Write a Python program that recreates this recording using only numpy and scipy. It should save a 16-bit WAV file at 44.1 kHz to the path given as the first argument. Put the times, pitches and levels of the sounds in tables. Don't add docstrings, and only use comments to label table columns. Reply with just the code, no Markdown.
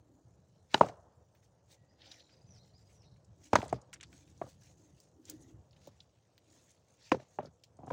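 import sys
import numpy as np
from scipy import signal
from scipy.fft import rfft, irfft, next_fast_len
from scipy.io import wavfile
from scipy.ndimage import uniform_filter1d, map_coordinates

SR = 44100
rng = np.random.default_rng(int(sys.argv[2]) if len(sys.argv) > 2 else 0)


def gain_from_db(level_db):
    decades = np.asarray(level_db, float) / 20
    return 10 ** decades


def log_audio(samples):
    frames = np.atleast_2d(samples).T
    limited = np.clip(frames, -1, 1)
    pcm = np.round(limited * 32767).astype(np.int16)
    wavfile.write(sys.argv[1], SR, pcm)


N = 349624


def unit(x):
    return x / np.sqrt(np.mean(x ** 2) + 1e-20)


def along(points, hz):
    f, value = np.transpose(points)
    return np.interp(np.log(hz + 1), np.log(f + 1), value)


def wobble(rate, size=N):
    coarse = np.arange(0, size + 16, 16)
    knots = rng.standard_normal(int(size * rate / SR) + 5)
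    return np.interp(np.arange(size), coarse, map_coordinates(knots, [coarse * rate / SR]))


def swells(rows):
    t = np.arange(0, N + 64, 64) / SR
    rows = np.array(rows)
    late = t - rows[:, :1]
    width = np.where(late < 0, rows[:, 1:2], rows[:, 2:3])
    bell = np.exp(-(late / width) ** 2)
    gains = np.sqrt(gain_from_db(2 * rows[:, 3:]).T @ bell ** 2)
    return [np.interp(np.arange(N) / SR, t, gain) for gain in gains]


def coloured(x, gain_db):
    size = next_fast_len(len(x) + 4096)
    gain = gain_from_db(gain_db(np.fft.rfftfreq(size, 1 / SR)))
    return unit(irfft(rfft(x, size) * gain, size)[:len(x)])


def hump(f, hz, octaves):
    return np.maximum(-6 * (np.log2((f + 1) / hz) / octaves) ** 2, -80)


def rush(spectrum, patchy_db, grain_db):
    grains = rng.standard_normal(N) * gain_from_db(grain_db * wobble(250))
    z = signal.stft(grains, nperseg=512)[2]

    def field(bins, frames):
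        noise = uniform_filter1d(rng.standard_normal(z.shape), bins, 0)
        return unit(uniform_filter1d(noise, frames, 1))

    patches = field(8, 12) + field(2, 6)
    x = signal.istft(z * gain_from_db(patchy_db * patches), nperseg=512)[1][:N]
    return coloured(x, lambda hz: along(spectrum, hz))


def add(track, s, sound):
    track[round(s * SR):][:len(sound)] += sound


def burst(gain_db, t60, rise):
    t = np.arange(SR // 8) / SR
    steps = np.repeat(rng.standard_normal(len(t) // 30 + 1), 30)[:len(t)]
    grit = rng.standard_normal(len(t)) * gain_from_db(4 * steps)
    dying = gain_from_db(-60 * t / t60) + gain_from_db(-22 - 60 * t / (3.5 * t60))
    return coloured(grit, gain_db) * dying * (1 - np.exp(-t / rise))


def ring(modes, contact_ms):
    t = np.arange(SR // 8) / SR
    x = np.zeros(len(t))
    for hz, db, t60 in modes:
        rise = (contact_ms + .05) / 1000 * min(1, (1100 / hz) ** 1.5)
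        drive = ((1 - np.exp(-t / rise)) * t60 / (t60 + rise)) ** 2
        x += gain_from_db(db - 60 * t / t60) * np.sin(2 * np.pi * hz * t) * drive
    return -x / np.abs(x).max()


# frequency in Hz, level in dB per Hz.
CRACK_SPECTRUM = [(700, -27.5), (1500, 3.5), (3000, -5.5), (4500, -7.5), (6400, -10), (8500, -22.5),
                  (12500, -39), (15400, -29), (16500, -42)]


def crack(t60, rise):
    return burst(lambda hz: along(CRACK_SPECTRUM, hz), t60, rise)


# frequency in Hz, level in dB per Hz.
PILE_SPECTRUM = [(29, -35), (60, -16), (150, 0.5), (307, -2.5), (513, -5), (1070, -9.5), (1210, -7),
                 (1720, -16), (2580, -20), (4000, -25.5), (5200, -56), (8800, -120)]
# frequency in Hz, t60 in seconds.
PILE_DECAY = [(60, .4), (200, 0.16), (700, 0.33), (1500, .2), (4000, 0.13)]


def pile_shake():
    chatter = rng.standard_normal(SR // 2) * gain_from_db(5.5 * wobble(110, size=SR // 2))
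    hz, t, z = signal.stft(coloured(chatter, lambda f: along(PILE_SPECTRUM, f)), SR, nperseg=512)
    dying = gain_from_db(-60 * t / along(PILE_DECAY, hz)[:, None])
    tail = signal.istft(z * dying, SR, nperseg=512)[1]
    return tail * (1 - np.exp(-np.arange(len(tail)) / SR / 0.0013))


# start in seconds, peak in dB, contact in ms, crack in dB,
# pile shake in dB.
BLOWS = [
    (0.7419, -10.2, 1.65, -11.5, -28),
    (.809, -4.7, 1.84, -29, -30),
    (3.5309, -10.2, .92, -18, -24),
    (3.5546, -10.7, 1.21, -10, -28),
    (7.1167, -11.1, 3, -16, -39),
]
# mode in Hz, level in dB, t60 in seconds.
ROCKS = [
    [(130, -40, .09), (390, -24, .05), (530, 0, .007), (880, -11, .022), (1100, -16, .016), (1440, -9, .01),
     (1820, -27, .02), (2940, -19, .016), (3950, -19, .012), (4700, -24, .01)],
    [(160, -26, .021), (420, -34, .05), (650, 0, .009), (840, 0, .009), (930, -12, .017), (1230, -13, .011),
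     (1560, -16, .005)],
    [(110, -27, .06), (240, -18, .028), (480, -32, .09), (600, -4, .009), (810, 0, .008), (1300, -44, .045),
     (1480, -12, .005), (2240, -39, .039)],
    [(180, -39, .09), (400, -30, .07), (590, -12, .028), (860, 0, .007), (950, -26, .04), (1270, -6, .012),
     (1670, -31, .022), (1950, -17, .005), (6380, -37, .023)],
    [(160, -44, .07), (310, -16, .025), (520, -30, .08), (670, 0, .008), (1040, -14, .015),
     (1490, -1, .005), (1990, -35, .016), (2510, -15, .005)],
]
# delay of the main contact in ms, first contact in dB relative to it.
TOUCHES = [
    (1.27, -15),
    (1.55, -20),
    (1.57, -14.5),
    (1.07, 3),
    (.98, -7),
]


def blows():
    out = np.zeros(N + SR)
    for blow, rock, (late_ms, first_db) in zip(BLOWS, ROCKS, TOUCHES):
        s, db, contact_ms, crack_db, shake_db = blow
        add(out, s, gain_from_db(db + first_db) * ring(rock, .6 * contact_ms))
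        add(out, s + late_ms / 1000, gain_from_db(db) * ring(rock, contact_ms))
        add(out, s, gain_from_db(db + crack_db) * crack(t60=.031, rise=.0018))
        add(out, s, gain_from_db(db + shake_db) * pile_shake())
    return out[:N]


# frequency in Hz, level in dB per Hz.
GRUMBLE_SPECTRUM = [(200, -22), (400, -9), (520, 0), (1000, -6), (1900, -24), (5000, -120)]
SETTLE_DB, SETTLE_RISE_S, SETTLE_T60_S = -19.5, .03, .85


def settling():
    s, db, *_, shake_db = np.array(BLOWS).T[:, :, None]
    late = np.maximum(np.arange(N) / SR - s, 0)
    dying = gain_from_db(db + shake_db + SETTLE_DB - 60 * late / SETTLE_T60_S)
    swell = np.sum(dying * (1 - np.exp(-late / SETTLE_RISE_S)), 0)
    grumble = coloured(rng.standard_normal(N), lambda hz: along(GRUMBLE_SPECTRUM, hz))
    return swell * gain_from_db(2.2 * wobble(45)) * grumble


# start in seconds, peak in dB, ring in Hz, crack in dB,
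# extra thud in dB.
KNOCKS = [(.7375, -42, 1050, -20, -12), (0.777, -41, 800, -10, -4), (0.8335, -25, 740, -34, -3),
          (0.844, -31, 600, -19.5, -3), (.859, -41, 500, -22, 3), (0.885, -42, 600, -8, -3),
          (.895, -40, 700, -25, -6), (3.586, -27.5, 270, -26, 4), (3.586, -37, 1000, -22, -9),
          (3.604, -39, 900, -30, -6), (3.628, -30, 696, -41, -3), (3.638, -38, 800, -35, -3),
          (3.658, -43, 650, -30, -3), (3.7271, -21.5, 680, -38, 1), (3.742, -41, 450, -30, 3),
          (3.76, -47, 600, -30, 0), (4.4147, -27, 660, -38.5, -8), (4.4205, -40, 1150, -36, -6),
          (4.437, -46.5, 550, -26, 0), (4.474, -53, 525, -20, 0), (5.873, -47, 557, -34, -3)]
# start in seconds, peak in dB, ring in Hz, crack in dB,
# extra thud in dB.
SEATING = [(7.144, -31, 420, -21.5, 0), (7.145, -36, 900, -25, -9), (7.157, -45, 480, -25, 0),
           (7.167, -45, 400, -25, 0), (7.198, -47, 620, -14, -8), (7.219, -54, 600, -20, -3),
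           (7.3868, -25.5, 800, -54, -4), (7.391, -33, 600, -50, -3), (7.3995, -36, 616, -38, -4),
           (7.429, -43, 588, -30, 0), (7.449, -44, 558, -31, 0), (7.469, -56, 405, -17, 0),
           (7.789, -47, 685, -34.5, 0), (7.815, -58, 600, -34, 0), (7.832, -48, 750, -40, 3),
           (7.844, -57, 620, -25, 0), (7.858, -53, 600, -30, 0), (7.87, -47, 800, -28, 0),
           (7.8775, -40, 740, -34, 0), (7.9025, -38, 1065, -20, 0), (7.9055, -34, 1000, -21, 0),
           (7.909, -32, 520, -30, 7), (7.917, -41, 560, -30, -4), (7.837, -51, 330, -40, 0),
           (7.803, -55, 700, -34, -3)]


def knocks():
    out = np.zeros(N + SR)
    for s, db, hz, crack_db, extra_db in KNOCKS + SEATING:
        soft_db = -35 - db
        t60 = .025 + .0006 * soft_db
        thud_db = -10.5 + .45 * soft_db
        hard_db = -0.24 * soft_db
        shift = rng.normal(0, 0.068, 3)
        rock = [(hz, 0, .9 * t60),
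                (hz * (.62 + shift[0]), -8, 1.1 * t60),
                (hz * (1.45 + shift[1]), -10, .75 * t60),
                (hz * (2.2 + shift[2]), -21 + hard_db, .5 * t60),
                (hz * 3.3, -29 + hard_db, .5 * t60)]
        thud = ring([(127.7, 0, .07), (255, 1.1, .045)], contact_ms=1.7)
        add(out, s, gain_from_db(db + 3) * ring(rock, contact_ms=.85))
        add(out, s + .0008, gain_from_db(db + thud_db + extra_db + 4.5) * thud)
        add(out, s + .00062, gain_from_db(db + crack_db) * crack(t60=.042, rise=.0005))
        add(out, s, gain_from_db(db - 25) * pile_shake())
    return out[:N]


# start in seconds, peak in dB, centre in Hz, air in dB.
GRIT = [(1.3495, -59.5, 1770, -11), (1.4274, -63, 1760, -27), (2.2927, -59, 2260, -38),
        (3.1608, -65, 1655, -33), (3.6173, -38, 1845, -60), (3.93, -34, 1870, -30.5),
        (3.9586, -51, 1960, -55), (4.001, -56, 1800, -36), (4.0095, -42, 2400, -55),
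        (4.029, -42, 1670, -60), (4.1285, -50, 1760, -27.5), (4.2756, -60, 2600, -26),
        (5.7635, -56, 2500, -44.5), (5.8718, -48.5, 4370, -17), (6.3792, -55.5, 3200, -13),
        (7.199, -62, 2500, -30), (7.43, -60, 3500, -30), (7.6365, -43, 4200, -26)]
# start in seconds,
# peak in dB, centre in Hz, air in dB.
TWIGS = [(.738, -44, 6500, -30), (3.727, -44, 7000, -30), (1.7442, -61.5, 6520, -25.5),
         (2.031, -58, 4180, -40), (2.066, -56, 4710, -44), (2.1155, -43, 4800, -40),
         (5.709, -58, 4500, -40), (5.7305, -56, 3300, -40), (2.5511, -58.5, 5420, -44),
         (3.2455, -59, 6510, -36), (3.6805, -48, 7000, -40), (3.6935, -48, 6580, -35),
         (3.8147, -51, 6200, -38), (3.9295, -43, 6030, -25.5), (3.936, -41, 7800, -37),
         (3.939, -38, 6000, -37), (4.0095, -46, 6200, -40), (4.0295, -45, 6800, -40),
         (4.0354, -40, 3700, -53), (4.1285, -57, 6000, -25), (4.377, -58, 5680, -34),
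         (4.6339, -60, 6520, -18), (5.0012, -49, 5940, -15), (5.253, -45, 6000, -30),
         (5.2979, -35.5, 6500, -8), (6.0033, -44.5, 3800, -53.5), (6.5014, -58, 5740, -38),
         (6.554, -58, 6300, -30), (6.585, -60, 4500, -30), (6.7057, -53.5, 7200, -37.5),
         (7.7687, -60, 6460, -44), (7.8628, -57, 6520, -37.5)]
# frequency in Hz, gain in dB.
CAPSULE = [(7500, 0), (9500, -4), (12500, -13), (16000, -29)]
GRIT_OCTAVES, GRIT_T60_S = .8, .037
TWIG_OCTAVES, TWIG_T60_S = .48, .028


def ticks():
    out = np.zeros(N + SR)
    for rows, octaves, t60 in ((GRIT, GRIT_OCTAVES, GRIT_T60_S), (TWIGS, TWIG_OCTAVES, TWIG_T60_S)):
        for s, db, hz, air_db in rows:
            snap = burst(lambda f: hump(f, hz, octaves) + along(CAPSULE, f), t60, rise=.0002)
            air = burst(lambda f: -9 * np.abs(f - 15400) / 1000, .8 * t60, rise=.0005)
            add(out, s, gain_from_db(db - 6.5) * snap)
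            add(out, s, gain_from_db(db + air_db + 1) * air)
    return out[:N]


# peak in seconds, rise in seconds, fall in seconds,
# coarse crunch in dB, fine hiss in dB.
STROKES = [(.735, 0.025, 0.045, -62, -70), (.79, 0.033, 0.064, -62, -62), (.87, .04, .045, -63.5, -67.5),
           (1.73, 0.031, 0.022, -68.5, -67.5), (2.02, 0.025, 0.068, -67, -88),
           (2.12, .06, 0.096, -65, -73.5), (2.32, .02, 0.044, -73.5, -90), (2.56, .02, 0.033, -75, -88),
           (3.46, .04, .03, -70, -68), (3.6, 0.063, 0.07, -59, -62.5), (3.74, 0.12, 0.038, -66, -75),
           (4.17, 0.05, 0.06, -74, -72.5), (4.66, 0.057, 0.054, -73, -70), (5.29, 0.033, .05, -64.5, -65.5),
           (5.87, 0.09, 0.055, -75, -78.5), (7.08, 0.069, 0.079, -64.5, -71),
           (7.21, 0.027, 0.04, -73, -82.5)]
# peak in seconds, half length in seconds, hiss in dB.
BRUSHES = [(1.37, .025, -87.5), (1.45, .022, -80), (2.67, .03, -81), (2.81, .04, -84), (2.93, .05, -77),
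           (4.3, .03, -75), (4.47, .09, -71), (4.84, .07, -80), (5.02, .06, -75), (5.45, .06, -78.5),
           (6.0, .05, -85.5), (6.58, .1, -76), (6.72, .037, -74.5), (6.92, .06, -82), (7.33, .042, -77),
           (7.45, .02, -75.5), (7.89, .016, -71)]
# coarse level in dB, fine level in dB.
LEAVES_DB = (-86.5, -85.5)
# frequency in Hz, level in dB per Hz.
CRUNCH_SPECTRUM = [(530, -34), (900, -5), (1100, -15.5), (1340, -8), (1710, -3.5), (6000, -3.5),
                   (7800, -31.5), (13200, -120)]
# frequency in Hz, level in dB per Hz.
HISS_SPECTRUM = [(1760, -34.5), (3000, -12.5), (4340, -10.5), (5070, -9.5), (5560, -3), (6580, 3.5),
                 (12500, -22.5), (13600, -24.5), (15200, -11), (16000, -17.5), (16300, -29.5)]


def litter():
    brushes = [(s, half, half, db - 4, db) for s, half, db in BRUSHES]
    coarse, fine = swells(STROKES + brushes)
    stir = gain_from_db(2.5 * wobble(40))
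    coarse_gain = coarse * stir + gain_from_db(LEAVES_DB[0] + 1.5 * wobble(1.7))
    fine_gain = fine * stir + gain_from_db(LEAVES_DB[1] + 1.2 * wobble(4))
    crunch = coarse_gain * rush(CRUNCH_SPECTRUM, patchy_db=2.0, grain_db=2.5)
    hiss = fine_gain * rush(HISS_SPECTRUM, patchy_db=2.5, grain_db=2.5)
    return crunch + hiss


# peak in seconds, rise in seconds, fall in seconds,
# level in dB, centre in Hz.
SCUFFS = [(2.03, .025, .006, -62, 3800), (2.03, .012, .03, -72, 2100), (2.076, .018, .006, -60, 4400),
          (2.119, .006, .008, -56, 4300), (2.202, .01, .01, -63, 3800), (6.68, .025, .025, -79, 1900),
          (7.03, .025, .06, -69, 4200), (4.08, .04, .03, -76, 5500), (5.42, .012, .01, -70, 8300),
          (2.09, .06, .07, -68, 650), (2.2, .03, .03, -72, 600), (7.459, .004, .014, -63, 4600),
          (7.46, .005, .02, -68, 1400), (2.9, .015, .02, -76, 2300), (3.04, .02, .02, -77, 2600),
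          (5.3, .03, .04, -68, 520), (3.47, .015, .015, -72, 2500), (7.82, .03, .05, -63, 800)]


def scuffs():
    out = np.zeros(N + SR)
    t = np.arange(-SR // 8, SR // 8) / SR
    for s, rise, fall, db, hz in SCUFFS:
        grit = rng.standard_normal(len(t)) * gain_from_db(3 * wobble(400, size=len(t)))
        swell = np.exp(-(t / np.where(t < 0, rise, fall)) ** 2)
        add(out, s + t[0], gain_from_db(db) * coloured(grit, lambda f: hump(f, hz, octaves=.35)) * swell)
    return out[:N]


# time after the note's start in seconds, pitch in Hz, level in dB.
PHRASE = [
    [(0, 4500, -10), (.014, 4800, -1), (.032, 5000, 0), (.042, 5200, -10)],
    [(0, 6150, -9), (.025, 6000, -2), (.06, 5750, -2), (.085, 5450, -2), (.105, 4500, -5), (.122, 3780, -3),
     (.132, 3780, -2), (.155, 4350, -3), (.163, 4400, -10)],
]
# start of chip in seconds, start of slur in seconds.
REPEATS = [
    (1.875, 2.06),
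    (2.313, 2.465),
    (2.735, 2.925),
]
# chip in dB, slur in dB.
REPEAT_DB = [
    (-87, -77),
    (-75.5, -75.5),
    (-77, -82),
]
# start in seconds, length in seconds, pitch in Hz, level in dB.
FAR_CALLS = [
    (1.77, .21, 1920, -94),
    (5.3, .15, 1920, -91),
]
ECHO_DB, ECHO_T60_S = 2, .7
LEAF_FLUTTER_HZ = 220


def bird():
    out = np.zeros(N)
    notes = []
    for starts, levels in zip(REPEATS, REPEAT_DB):
        for note, s, db in zip(PHRASE, starts, levels):
            notes.append(np.array(note) + [s, 0, db])
    for s, length, hz, db in FAR_CALLS:
        notes.append(np.array([(s, hz, db), (s + length, hz, db - 6)]))
    for note in notes:
        s, hz, db = note.T
        t = np.arange(s[0], s[-1], 1 / SR)
        flutter_db = 2 * wobble(50, size=len(t))
        waver = 1 + .009 * wobble(120, size=len(t))
        edge = np.clip(np.minimum(t - s[0], s[-1] - t) / .005, 0, 1)
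        phase = 2 * np.pi * np.cumsum(np.interp(t, s, hz) * waver) / SR
        add(out, s[0], edge * gain_from_db(np.interp(t, s, db) + 8 + flutter_db) * np.sin(phase))
    t = np.arange(SR // 3) / SR
    trees = rng.standard_normal(len(t)) * gain_from_db(-60 * t / ECHO_T60_S)
    echo = signal.fftconvolve(out, trees / np.linalg.norm(trees))[:N]
    return out + gain_from_db(ECHO_DB) * echo * (.6 + .8 * unit(wobble(LEAF_FLUTTER_HZ)))


# time in seconds, level in dB.
RUMBLE_LEVEL = [(0.0, -65), (0.7, -68), (1.3, -67), (2.25, -72), (2.38, -61), (2.89, -64), (3.2, -61),
                (3.49, -69), (3.95, -64), (4.2, -61), (4.6, -63.5), (5.2, -67), (5.55, -60), (5.8, -65),
                (6.23, -72), (6.8, -70), (7.5, -70), (7.93, -63)]
# peak in seconds, rise in seconds, fall in seconds, level in dB.
FOOTFALLS = [
    (7.475, .03, .03, -57),
    (3.73, .05, .05, -48),
    (7.15, .05, .05, -59),
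]
# peak in seconds, rise in seconds, fall in seconds, level in dB.
HOLLOW = [(.13, .1, .1, -66), (2.1, 0.23, 0.24, -74.5), (3.45, .08, 0.24, -69.5), (4.1, 0.18, 0.31, -69.5),
          (4.85, .2, .2, -70), (5.22, 0.072, 0.059, -62.5), (5.33, 0.053, 0.052, -55),
          (5.44, 0.044, 0.12, -59.5), (6.55, 0.12, 0.084, -70.5)]
# frequency in Hz, level in dB per Hz.
RUMBLE_SPECTRUM = [(15, -10), (30, -9), (59, -1.5), (113, 0), (184, -8.5), (260, -23.5), (340, -47.5),
                   (570, -120)]
# frequency in Hz, level in dB per Hz.
DRONE_SPECTRUM = [(88, -31), (150, -12), (286, -7.5), (407, -7), (506, -4), (729, -9), (792, -11),
                  (1800, -27), (2340, -43.5), (3960, -120)]


def ground():
    s, db = np.transpose(RUMBLE_LEVEL)
    rumble_db = np.interp(np.arange(N) / SR, s, db)
    rumble_gain = (gain_from_db(rumble_db) + swells(FOOTFALLS)[0]) * gain_from_db(2.5 * wobble(22))
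    rumble = rumble_gain * rush(RUMBLE_SPECTRUM, patchy_db=-1.0, grain_db=2)
    hollow = [(150, -44), (230, -10), (310, 1), (400, -13), (600, -51)]  # Hz, dB per Hz
    boom = swells(HOLLOW)[0] * rush(hollow, patchy_db=1.0, grain_db=1)
    drone_db = -74 + .3 * (rumble_db - rumble_db.mean())
    drone_gain = gain_from_db(drone_db) * gain_from_db(1.5 * wobble(30))
    drone = drone_gain * rush(DRONE_SPECTRUM, patchy_db=0.5, grain_db=0.43)
    return rumble + boom + drone


def scene():
    stones = blows() + settling() + knocks()
    person = ticks() + litter() + scuffs()
    return (stones + person + bird() + ground())[None]


def roll_off(x):
    return signal.sosfilt(signal.butter(12, 16520, fs=SR, output="sos"), x)


def record(dry):
    low_cut = signal.butter(4, 68, "high", fs=SR, output="sos")
    below_top = np.fft.rfftfreq(N, 1 / SR) < 16300
    kept = irfft(rfft(signal.sosfilt(low_cut, dry)) * below_top, N)
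    rounded = kept / (1 + np.abs(kept / .7) ** 4) ** .25
    return roll_off(rounded)


dry = scene()
out = record(dry)
log_audio(out)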